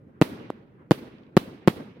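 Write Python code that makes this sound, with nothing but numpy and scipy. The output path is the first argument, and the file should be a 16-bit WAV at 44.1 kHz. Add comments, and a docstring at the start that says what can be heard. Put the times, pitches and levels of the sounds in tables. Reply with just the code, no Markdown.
"""A faint rush, then a hard bang: a firework cake at night, four shell bursts overhead and one lift pop.
Each burst is a shock wave that hits twice, direct and off the ground, and overloads the phone's mics.
Nearby objects scatter it and the landscape answers with a long rolling echo. Burning stars crackle
faintly, and the rumble of earlier shots hangs in the air."""
import sys
import numpy as np
from scipy import signal
from scipy.fft import rfft, irfft
from scipy.io import wavfile
from scipy.ndimage import uniform_filter1d

SR = 44100
rng = np.random.default_rng(int(sys.argv[2]) if len(sys.argv) > 2 else 0)


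def put_to_file(sound):
    """Save the sound as 16-bit audio at rate SR, in the file named by the first command-line argument."""
    columns = np.atleast_2d(sound).T  # one column per channel
    safe = np.clip(columns, -1, 1)
    whole_steps = np.round(safe * 32767)
    wavfile.write(sys.argv[1], SR, whole_steps.astype(np.int16))


N = 88200

# shell bursts: (time [s], level [dB], ground bounce delay [ms], bounce gain [dB], echo send [dB])
SHELLS = [(0.215, 7, 6.56, -3.5, 3), (0.91, 6, 6.24, -1.5, -1), (1.3682, 7.5, 5.49, -2, 0),
          (1.6758, 7.5, 5.61, -2.5, 0.37)]
# snaps of burning stars: (time [s], level [dB])
STAR_SNAPS = [(1.183, -45), (1.234, -48), (1.266, -55)]
# landscape tail: (frequency [Hz], starting level [dB per Hz], t60 [s], right over left [dB])
LANDSCAPE_ECHO = [(25.5, -95, 1.4, -11), (61.4, -80, 1.3, 0), (117.6, -68.5, 1.9, 0), (235, -63.5, 1.7, -1),
                  (494, -68.5, 1.29, -1.5), (633, -78, 1.36, 1.5), (1100, -79.5, 1.34, -1),
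                  (2200, -84.5, 1.18, 3), (4120, -87.5, 0.8, 5.5), (5870, -93, 0.66, 0),
                  (7280, -97.5, 0.52, -5), (11000, -87, 0.37, -0.5), (15500, -90, 0.34, -0.5)]
# short tail off nearby objects: (frequency [Hz], starting level [dB per Hz])
NEAR_ECHO = [(25, -91.5), (100, -72), (250, -63), (900, -66.5), (2000, -73.5), (3600, -72.5), (7000, -89),
             (15000, -94)]
# swells off far obstacles: (delay [s], half width [s], boost [dB], centre [Hz], half width [octaves])
FAR_REFLECTIONS = [(0.12, 0.022, 3.5, 225, 2.8), (.12, 0.01, 0, 1190, 1.3), (.28, 0.084, 5, 2360, 0.59)]
# soft rushes of climbing shells: (time [s], half width [s], level [dB per Hz])
CLIMBS = [(.17, 0.04, -96.5), (.81, 0.047, -94.5)]
# bed of lingering rumble and night air: (frequency [Hz], level [dB per Hz])
NIGHT_BED = [(25, -104), (60, -88.5), (120, -76), (250, -79), (480, -84.5), (660, -98), (1500, -104),
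             (2500, -112), (4000, -127), (7000, -133), (15500, -133)]
# microphone colour on the blasts: (frequency [Hz], gain [dB])
MIC_EQ = [(30, -8.5), (120, 3.5), (350, 2), (700, -1.5), (1200, 0), (2500, -1), (4500, -.5), (7200, -8),
          (10500, 1), (15500, -5)]

BLAST_MS, SUCTION_DECAY = 1.7, .3  # length of the overpressure; how fast the suction dies
SHOCK_MS, SWELL_MS = .04, 0.43  # the attack: a steep front, then a slower swell
BOUNCE_LAG_MS = 0.061  # the ground bounce reaches the left mic later
SCATTER_HZ, SCATTER_TOP_HZ, SCATTER_RIGHT_DB = 960, 7500, 4
LIFT_S, LIFT_DB, LIFT_ECHO_DB, LIFT_RISE_MS, LIFT_FALL_MS = .50247, -11, -31, 0.392, 0.533
CRACKLE_HZ, CRACKLE_MS = (1800, 4540), 1.8
NEAR_T60_S, NEAR_RIGHT_DB, PREDELAY_S, BUILD_S = 0.17, 4, 0.001, 0.0037
ROLL_DB, FLICKER_DB, ROLL_PER_S = 1.6, 2.0, 55  # level wobble: shared, per band, and its pace
LOW_CUT_HZ, LOW_CUT_Q, PORT_GAP_M = (257, 279), 0.99, 0.19
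OVERLOAD, OVERLOAD_BIAS = 1.92, (0.36, 0.002)  # soft-clip scale; lopsidedness left and right
PAN = np.array([[-.5], [.5]])  # splits a right-over-left amount between the channels


def shell_bursts():
    """Each shell hits directly, scattering off hand and phone, then again off the rough ground."""
    out = 0
    for start, db, bounce_ms, bounce_db, _ in SHELLS:
        direct = scatter(blast(start, shock_share=0.37), db=-3, decay_ms=4.1)
        bounce_s = start + (bounce_ms - BOUNCE_LAG_MS * PAN) / 1000
        bounce = scatter(blast(bounce_s, shock_share=0.52), db=0, decay_ms=2.26)
        out = out + undb(db) * (direct + undb(bounce_db) * bounce)
    return out


def blast(start, shock_share):
    """A shock front, a falling overpressure and the suction that follows."""
    ms = 1000 * np.maximum(np.arange(N) / SR - start, 0)
    front = 1 - shock_share * np.exp(-ms / SHOCK_MS) - (1 - shock_share) * np.exp(-ms / SWELL_MS)
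    return front * (1 - ms / BLAST_MS) * np.exp(-SUCTION_DECAY * ms / BLAST_MS)


def scatter(wave, db, decay_ms, size=1800):
    """The wave plus a brief spray of small reflections, different at each mic."""
    ms = 1000 * np.arange(size) / SR
    spray = rng.standard_normal((2, size)) * np.exp(-ms / decay_ms)
    spray = spray / np.linalg.norm(spray, axis=1, keepdims=True) * undb(db + SCATTER_RIGHT_DB * PAN)
    spray = butter(spray, 3, SCATTER_HZ, "high")
    spray = butter(spray, 1, SCATTER_TOP_HZ, "low")
    return wave + signal.fftconvolve(np.atleast_2d(wave), spray, axes=1)[:, :N]


def lift_charge(shock=0.08, shock_ms=0.68):
    """A pop at ground level: one puff of gas leaves the tube with a weak, scattered shock front."""
    ms = 1000 * (np.arange(N) / SR - LIFT_S)
    puff = np.interp(ms, [0, LIFT_RISE_MS, LIFT_RISE_MS + LIFT_FALL_MS], [0, 1, 0])
    front = shock * (ms > 0) * np.exp(-np.abs(ms) / shock_ms)
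    return undb(LIFT_DB) * (puff + scatter(front, db=-1, decay_ms=8.6))


def microphone(blasts, size=1024):
    """Each capsule's own low cut swings the blasts below zero and back; the ports colour the tone."""
    low_cuts = [signal.bilinear([1, 0, 0], [1, w / LOW_CUT_Q, w * w], SR)
                for w in 2 * np.pi * np.array(LOW_CUT_HZ)]
    thinned = np.array([signal.lfilter(b, a, side) for (b, a), side in zip(low_cuts, blasts)])
    cepstrum = irfft(np.log(undb(curve(MIC_EQ, np.fft.rfftfreq(size, 1 / SR)))))
    fold = np.r_[1, np.full(size // 2 - 1, 2), 1, np.zeros(size // 2 - 1)]  # minimum phase: no pre-ring
    colour = irfft(np.exp(rfft(cepstrum * fold)))
    return signal.fftconvolve(thinned, colour[None], axes=1)[:, :N]


def port_sizzle(blasts, db=-28.5, edge_hz=3410, smooth_s=0.0051):
    """A thin hiss that rides the pressure of each blast at the mic ports."""
    pressure = uniform_filter1d(np.abs(blasts), int(smooth_s * SR), axis=1)
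    hiss = butter(rng.standard_normal((2, N)), 2, edge_hz, "high")
    return undb(db) * pressure * hiss


def star_crackles():
    """Burning stars give off tiny, bright snaps of noise."""
    envelope = 0
    for start, db in STAR_SNAPS:
        age_ms = 1000 * (np.arange(N) / SR - start)
        envelope = envelope + undb(db) * (age_ms > 0) * np.exp(-np.abs(age_ms) / CRACKLE_MS)
    return butter(envelope * rng.standard_normal((2, N)), 4, CRACKLE_HZ, "band")


def echo_power(hz, t):
    """Stereo echo power in one band: nearby objects answer briefly, the landscape swells and rings on."""
    land_pan = undb(PAN * curve(LANDSCAPE_ECHO, hz, column=3))
    near_pan = undb(PAN * NEAR_RIGHT_DB * min(hz / SCATTER_HZ, 1))
    land_t60 = curve(LANDSCAPE_ECHO, hz, column=2)
    power = 0
    for start, *_, send_db in [*SHELLS, (LIFT_S, LIFT_ECHO_DB)]:
        age = np.maximum(t - start - PREDELAY_S, 0)
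        far_db = sum(boost * np.exp(-((age - delay) / width) ** 2 - (np.log2(hz / centre) / octaves) ** 2)
                     for delay, width, boost, centre, octaves in FAR_REFLECTIONS)
        land = undb(curve(LANDSCAPE_ECHO, hz) - 60 * age / land_t60 + far_db) * land_pan
        near = undb(curve(NEAR_ECHO, hz) - 60 * age / NEAR_T60_S) * near_pan
        attack = 1 - np.exp(-age / BUILD_S)
        power = power + undb(send_db) ** 2 * attack * (land ** 2 + near ** 2)
    return power


def climb_rush(hz, t, centre_hz=1180, octaves=0.86):
    """One band's envelope for the soft midrange rush of climbing shells."""
    swells = sum(undb(db) * np.exp(-.5 * ((t - peak_s) / width) ** 2) for peak_s, width, db in CLIMBS)
    return swells * np.exp(-(np.log2(hz / centre_hz) / octaves) ** 2)


def surroundings():
    """Rolling echoes, climbing shells and lingering rumble, shaped from third-octave bands of noise."""
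    t = np.arange(N) / SR
    spectra, roll = diffuse_spectra(), wobble()
    octave = np.log2(np.maximum(np.fft.rfftfreq(N, 1 / SR), 1))
    out = 0
    for hz in 22 * 2 ** np.arange(0, 10, 1 / 3):
        band = irfft(spectra * np.maximum(1 - 3 * np.abs(octave - np.log2(hz)), 0), N)
        uneven = undb((ROLL_DB * roll + FLICKER_DB * wobble()) / (1 + hz / 5000))  # steadier up top
        power = echo_power(hz, t) + climb_rush(hz, t) ** 2 + undb(curve(NIGHT_BED, hz)) ** 2
        out = out + band * uneven * np.sqrt(power)
    return out


def diffuse_spectra():
    """Noise from all around reaches two spaced mics: centred in the bass, wide in the treble."""
    coherence = np.sinc(2 * np.fft.rfftfreq(N, 1 / SR) * PORT_GAP_M / 343)
    mid, side = rfft(rng.standard_normal((2, N)))
    mid, side = mid * np.sqrt((1 + coherence) / 2), side * np.sqrt((1 - coherence) / 2)
    return np.array([mid + side, mid - side]) * np.sqrt(SR / 2)


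def wobble():
    """Smooth random motion with a spread of 1."""
    hold = int(SR / ROLL_PER_S)
    steps = np.repeat(rng.standard_normal(N // hold + 2), hold)
    glide = uniform_filter1d(steps, hold)[:N]
    return glide / glide.std()


def butter(x, order, hz, kind):
    """A low-, high- or band-pass with a flat passband."""
    return signal.sosfilt(signal.butter(order, hz, kind, fs=SR, output="sos"), x)


def curve(table, hz, column=1):
    """One column of a table, interpolated on a log-frequency axis."""
    table = np.array(table, float)
    return np.interp(np.log(np.maximum(hz, 1)), np.log(table[:, 0]), table[:, column])


def undb(db):
    """Decibels to gain."""
    return 10 ** (np.asarray(db) / 20)


def scene():
    """Blasts up front, with the landscape answering behind."""
    blasts = microphone(shell_bursts() + lift_charge())
    return blasts + port_sizzle(blasts) + star_crackles() + surroundings()


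def record(dry):
    """The phone soft-clips the loudest peaks, a little lopsidedly, and cuts the top above 15.9 kHz."""
    bias = np.array(OVERLOAD_BIAS)[:, None]
    rounded = OVERLOAD * (np.tanh(dry / OVERLOAD + bias) - np.tanh(bias))
    return signal.sosfilt(signal.ellip(10, .2, 80, 15900, fs=SR, output="sos"), rounded)


dry = scene()
out = record(dry)
put_to_file(out)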